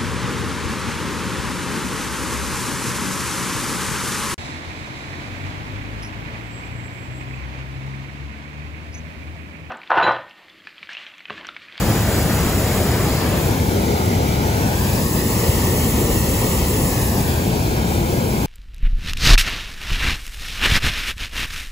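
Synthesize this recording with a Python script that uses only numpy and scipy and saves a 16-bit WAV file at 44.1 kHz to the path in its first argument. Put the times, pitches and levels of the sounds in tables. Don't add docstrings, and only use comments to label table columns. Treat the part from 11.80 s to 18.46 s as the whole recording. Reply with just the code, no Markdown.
import sys
import numpy as np
from scipy import signal
from scipy.fft import rfft, irfft, next_fast_len
from scipy.io import wavfile
from scipy.ndimage import uniform_filter1d, map_coordinates

SR = 44100
rng = np.random.default_rng(int(sys.argv[2]) if len(sys.argv) > 2 else 0)


def inscribe(sig):
    pcm = np.round(np.clip(np.atleast_2d(sig).T, -1, 1) * 32767)
    wavfile.write(sys.argv[1], SR, pcm.astype(np.int16))


N = 293706

SIZE, HOP = 1024, 256
HZ = np.fft.rfftfreq(SIZE, 1 / SR)[:, None]
TIMES = np.arange(N // HOP + 2) * HOP / SR

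# (time [s], level [dB])
FLAME_LEVEL = [(0, -19), (1.1, -19), (2.0, -18.5), (2.6, -18.0), (3.45, -19.5), (3.75, -18.5), (4.2, -18.9),
               (5.3, -19.5), (5.9, -19.5), (6.66, -20)]


def amp(db):
    return 10 ** (np.asarray(db) / 20)


def unit(x):
    return x / np.sqrt(np.mean(x ** 2) + 1e-20)


def along(points, hz=HZ):
    f, v = np.transpose(points)
    return np.interp(np.log(hz + 1), np.log(f + 1), v)


def curves(rows, times):
    s, *columns = np.transpose(rows)
    return [np.interp(times, s, column) for column in columns]


def wobble(rate, times):
    knots = rng.standard_normal(int(times[-1] * rate) + 4)
    return map_coordinates(knots, [times * rate])


def filtered(x, response):
    m = next_fast_len(N + SR // 4)
    spectrum = rfft(x, m) * response(np.fft.rfftfreq(m, 1 / SR))
    return irfft(spectrum, m)[..., :N]


def moving(x, response):
    frames = signal.stft(x, nperseg=SIZE, noverlap=SIZE - HOP)[2]
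    return signal.istft(frames * response, nperseg=SIZE, noverlap=SIZE - HOP)[1][:, :N]


def noise(spectrum, channels):
    white = rng.standard_normal((channels, N))
    return unit(filtered(white, lambda hz: amp(along(spectrum, hz))))


def at_ports(spectrum):
    # (frequency [Hz], left-right likeness [0-1])
    coherence = [(60, .97), (450, .98)]

    def angle(hz):
        return np.arccos(np.clip(along(coherence, hz), 0, 1)) / 2

    shared, opposed = noise(spectrum, channels=2)
    mid = filtered(shared, lambda hz: np.cos(angle(hz)))
    side = filtered(opposed, lambda hz: np.sin(angle(hz)))
    return np.array([mid + side, mid - side])


def panned(left_db):
    return np.array([amp(left_db / 2), amp(-left_db / 2)])


def swing(middle_s, length_s):
    return .5 + .5 * np.sin(np.pi * np.clip((TIMES - middle_s) / length_s, -.5, .5))


def camera(flame_db=5, basket_db=7):
    # (time of mid-swing [s], length [s], turn [+1 into the basket, -1 back out])
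    turns = [(3.0, 0.96, 1), (5.48, 0.77, -1)]
    lowered = swing(1.61, 0.98)
    inward = sum(np.sign(turn) * swing(s, length) for s, length, turn in turns)
    shaded = swing(1.45, 2.1)
    exposed_db = flame_db * (1 - shaded) + basket_db * inward
    return lowered, inward, exposed_db


def frame_echoes(position, strength, count=10, typical_ms=1.9, swing_ms=.45, above_hz=2400):
    position = position + .5 * wobble(3.5, TIMES)
    total = np.zeros((2, len(HZ), len(TIMES)), complex)
    for k, (distance, direction) in enumerate(rng.uniform(-0.997, 1, (count, 2))):
        slide_ms = swing_ms * np.sin(np.pi / 2 * direction) * position
        delay_ms = typical_ms * (1 + distance / 2) + slide_ms
        total[k % 2] += np.exp(-2j * np.pi * HZ * delay_ms / 1000)
    short_waves = HZ ** 2 / (HZ ** 2 + above_hz ** 2)
    return strength * total * short_waves


def rumble(steady_s=.14, trim_db=-0.48, left_db=1.64, billow_db=0.75, billow_rate=16, deep_hz=70):
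    # (frequency [Hz], density [dB per Hz])
    eddy_spectrum = [(18, -38), (30, -35), (42, -8.5), (60, -2), (80, -0.5), (115, -2), (160, -6),
                     (210, -5.5), (280, -13), (450, -24), (900, -84)]
    # (time [s], gain [dB])
    deep_gain = [(0, 1.5), (1.1, -2.5), (1.8, -4), (2.5, -3), (3.3, -1.5), (4.2, 1), (5, 1.8), (5.45, 3.5),
                 (6.2, -0.5)]
    t = np.arange(N) / SR
    eddies = at_ports(eddy_spectrum)
    power = np.abs(uniform_filter1d(np.mean(eddies ** 2, axis=0), int(steady_s * SR)))
    flame_db, = curves(FLAME_LEVEL, t)
    deep_db, = curves(deep_gain, t)
    level = amp(flame_db + trim_db + billow_db * wobble(billow_rate, t))
    even = eddies / np.sqrt(power + 1e-6) * level * panned(left_db)[:, None]
    deep = filtered(even, lambda hz: 1 / (1 + (hz / deep_hz) ** 6))
    return even + (amp(deep_db) - 1) * deep


def patches(rms_db=1.05, width_hz=350, length_s=.1):
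    field = rng.standard_normal((len(HZ), len(TIMES)))
    field = uniform_filter1d(field, int(width_hz * SIZE / SR), axis=0)
    field = uniform_filter1d(field, int(length_s * SR / HOP), axis=1)
    return rms_db * unit(field)


def roar(flicker_db=0.5, flicker_rate=20, trim_db=-5.0, likeness_power=.75):
    # (frequency [Hz], density [dB per Hz])
    eddy_spectrum = [(130, -7.5), (350, 1), (520, -3), (700, -6), (950, -6), (1400, -14), (1900, -17.5),
                     (2600, -20), (3300, -18.5), (4200, -20), (5200, -21), (6200, -23.5), (6900, -32),
                     (9000, -90)]
    # (frequency [Hz], left gain [dB], right gain [dB], left lead [cycles], likeness [0-1])
    facing_flame = [(350.0, 0.7, -0.4, 0.05, 0.96), (750.0, 4.0, 1.7, 0.01, 0.85),
                    (950.0, 0.2, -2.6, 0.07, 0.88), (1150.0, 2.0, -3.0, 0.04, 0.75),
                    (1450.0, 4.8, 2.8, 0.03, 0.75), (1950.0, 5.3, 7.2, 0.01, 0.72),
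                    (2600.0, 4.6, 5.2, 0.1, 0.55), (3600.0, 1.6, 0.7, 0.22, 0.42),
                    (3900.0, 3.9, 2.4, 0.41, 0.12), (5200.0, 5.2, 1.7, 0.88, 0.4),
                    (5800.0, 3.2, 0.0, 0.94, 0.37), (6150.0, 4.9, 2.7, 1.05, 0.4)]
    facing_field = [(350, 1.3, -1.0, 0.13, 0.95), (420, 2.6, 0.2, 0.17, 0.92), (500, 3.2, -0.2, 0.23, 0.92),
                    (620, 2.6, -4.8, 0.17, 0.7), (720, 4.0, -2.8, 0.18, 0.8), (820, 2.6, -2.5, 0.25, 0.9),
                    (930, 0.4, -3.0, 0.33, 0.84), (1070, -0.2, -2.5, 0.45, 0.75),
                    (1160, -0.6, -4.2, 0.5, 0.63), (1330, 1.8, -1.2, 0.33, 0.62),
                    (1500, 1.8, 0.4, 0.38, 0.66), (1680, 3.3, 3.6, 0.48, 0.84),
                    (1830, 1.2, 3.4, 0.56, 0.75), (2020, 2.2, 2.4, 0.91, 0.7), (2250, 4.6, 3.7, 1.06, 0.6),
                    (2480, 3.5, 2.8, 1.25, 0.35), (2660, 2.8, 2.2, 1.55, 0.12), (2850, 1.8, 1.4, 1.9, 0.45),
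                    (3050, 0.6, -0.3, 2.03, 0.53), (3450, -0.4, -1.2, 1.97, 0.6),
                    (3800, 1.2, 1.0, 1.89, 0.4), (4650, 0.4, 0.2, 2.29, 0.1), (4800, 1.8, 1.2, 2.25, 0.22),
                    (5550, 0.8, 1.3, 2.73, 0.19), (5850, 2.5, 2.5, 2.95, 0.45)]
    facing_basket = [(350, 0.2, -0.2, 0.02, 0.98), (520, 4.8, 1.8, 0.12, 0.93), (600, 3.4, -2.2, 0.17, 0.6),
                     (650, 1.2, -2.5, -0.16, 0.15), (750, -2.4, -0.3, -0.05, 0.72),
                     (1000, -0.5, -0.6, 0.12, 0.7), (1300, 1.6, -0.5, 0.26, 0.66),
                     (1550, 0.5, -4.0, 0.45, 0.45), (1930, 6.3, 6.3, 0.98, 0.96),
                     (2070, 1.4, 1.7, 1.0, 0.94), (2330, 4.3, 5.9, 1.31, 0.75),
                     (2750, 7.4, 4.0, 1.26, 0.46), (2900, 3.2, 1.2, 1.23, 0.41),
                     (3300, 5.4, 1.6, 1.42, 0.42), (3750, 0.2, -0.6, 1.98, 0.57),
                     (4250, 3.4, 1.0, 2.09, 0.5), (4550, 1.8, -0.4, 2.05, 0.49),
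                     (5050, 5.0, 2.7, 2.65, 0.47), (6000, 7.4, 2.4, 3.2, 0.04),
                     (6150, 5.1, 1.0, 3.03, 0.33)]
    # (time [s], echo delay [ms])
    echo_path = [(1.2, 1.3), (1.6, 1.52), (1.9, 1.65), (2.2, 1.74), (2.55, 1.72), (2.85, 1.57), (3.1, 1.41),
                 (3.35, 1.3), (3.7, 1.25), (4.5, 1.24), (5, 1.26), (5.3, 1.37), (5.6, 1.53), (6, 1.61)]
    # (place [multiples of 1 / delay], half-width [the same], gain [dB])
    echo_comb = [(1.94, .17, -1.5), (2.6, .18, 1.1), (3.05, .17, -1.4), (3.85, .25, 1.2), (4.6, .22, -1.1)]
    # (time [s], half-length [s])
    upright_passes = [(1.82, .17), (3.25, .24), (5.33, .18)]
    # (place [multiples of 1 / delay], half-width [the same], gain [dB])
    upright_comb = [(1.94, .15, -3.6), (3.07, .16, -4.4), (4.25, .27, -3.6)]

    lowered, inward, _ = camera()
    flame_db, = curves(FLAME_LEVEL, TIMES)
    echo_ms, = curves(echo_path, TIMES)
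    views = [(1 - lowered, facing_flame, HZ),
             (lowered * (1 - inward), facing_field, HZ * echo_ms / 1.72),
             (lowered * inward, facing_basket, HZ * echo_ms / 1.24)]
    ports_db, common = 0, 0
    for share, table, hz in views:
        columns = (along(np.array(table)[:, [0, k]], hz) for k in range(1, len(table[0])))
        left_db, right_db, lead, alike = columns
        ports_db = ports_db + share * np.array([left_db, right_db])
        likeness = np.clip(alike, 0, 1) ** likeness_power
        common = common + share * likeness * np.exp(-2j * np.pi * lead)

    multiple = HZ * echo_ms / 1000

    def comb(table):
        return sum(db * np.exp(-((multiple - place) / width) ** 2) for place, width, db in table)

    near_upright = sum(np.exp(-((TIMES - s) / length) ** 2) for s, length in upright_passes)
    comb_db = lowered * comb(echo_comb) + near_upright * comb(upright_comb)
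    unrest_db = flicker_db * wobble(flicker_rate, TIMES) + patches()
    level = amp(flame_db + trim_db + ports_db + comb_db + unrest_db)
    left, right = level * (1 + frame_echoes(lowered + inward, strength=.18))
    shared, scattered = noise(eddy_spectrum, channels=2)
    apart = np.sqrt(np.abs(1 - np.abs(common) ** 2))
    sources = np.array([shared, shared, scattered])
    parts = moving(sources, np.array([left, right * common, right * apart]))
    return np.array([parts[0], parts[1] + parts[2]])


def hiss(level_db=-32, width_db=-19, lag_ms=.2475, in_phase_hz=7030):
    # (frequency [Hz], density [dB per Hz])
    jet_spectrum = [(4000, -60), (5700, -12), (6600, -1.6), (7300, -0.1), (8500, -0.3), (10000, -1.1),
                    (11500, -0.7), (13000, -0.0), (15500, 0.0)]
    t = np.arange(N) / SR
    lowered, inward, exposed_db = camera()
    drift_db = .5 * wobble(7, t)
    flutter_db = .56 * wobble(18, t)
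    sputter_db = .3 * wobble(130, t)
    beam_db = 3 * (1 - lowered) * np.exp(-((HZ - 7260) / 430) ** 2)
    ripples = frame_echoes(lowered + inward, strength=.22)[0]
    jet = noise(jet_spectrum, channels=1) * amp(level_db + drift_db + flutter_db + sputter_db)
    jet = moving(jet, amp(exposed_db + beam_db) * (1 + ripples))[0]

    def lag(hz):
        return np.exp(-2j * np.pi * np.maximum(hz - in_phase_hz, 0) * lag_ms / 1000)

    spread = moving(noise(jet_spectrum, channels=1), amp(level_db + width_db + exposed_db))[0]
    return np.array([filtered(jet, lag) + spread, jet - spread])


def low_swells(width_s=0.0077):
    # (time [s], peak level [dB], frequency [Hz])
    swells = [(0.108, -7.5, 120), (3.695, -10, 109), (5.23, -13, 70)]
    t = np.arange(N) / SR
    total = np.zeros(N)
    for s, db, hz in swells:
        envelope = np.exp(-((t - s) / width_s) ** 2)
        total -= amp(db) * envelope * np.cos(2 * np.pi * hz * (t - s))
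    return total


def scene():
    return rumble() + roar() + hiss() + low_swells()


def record(dry, top_hz=15750):
    return filtered(dry, lambda hz: hz < top_hz)


dry = scene()
out = record(dry)
inscribe(out)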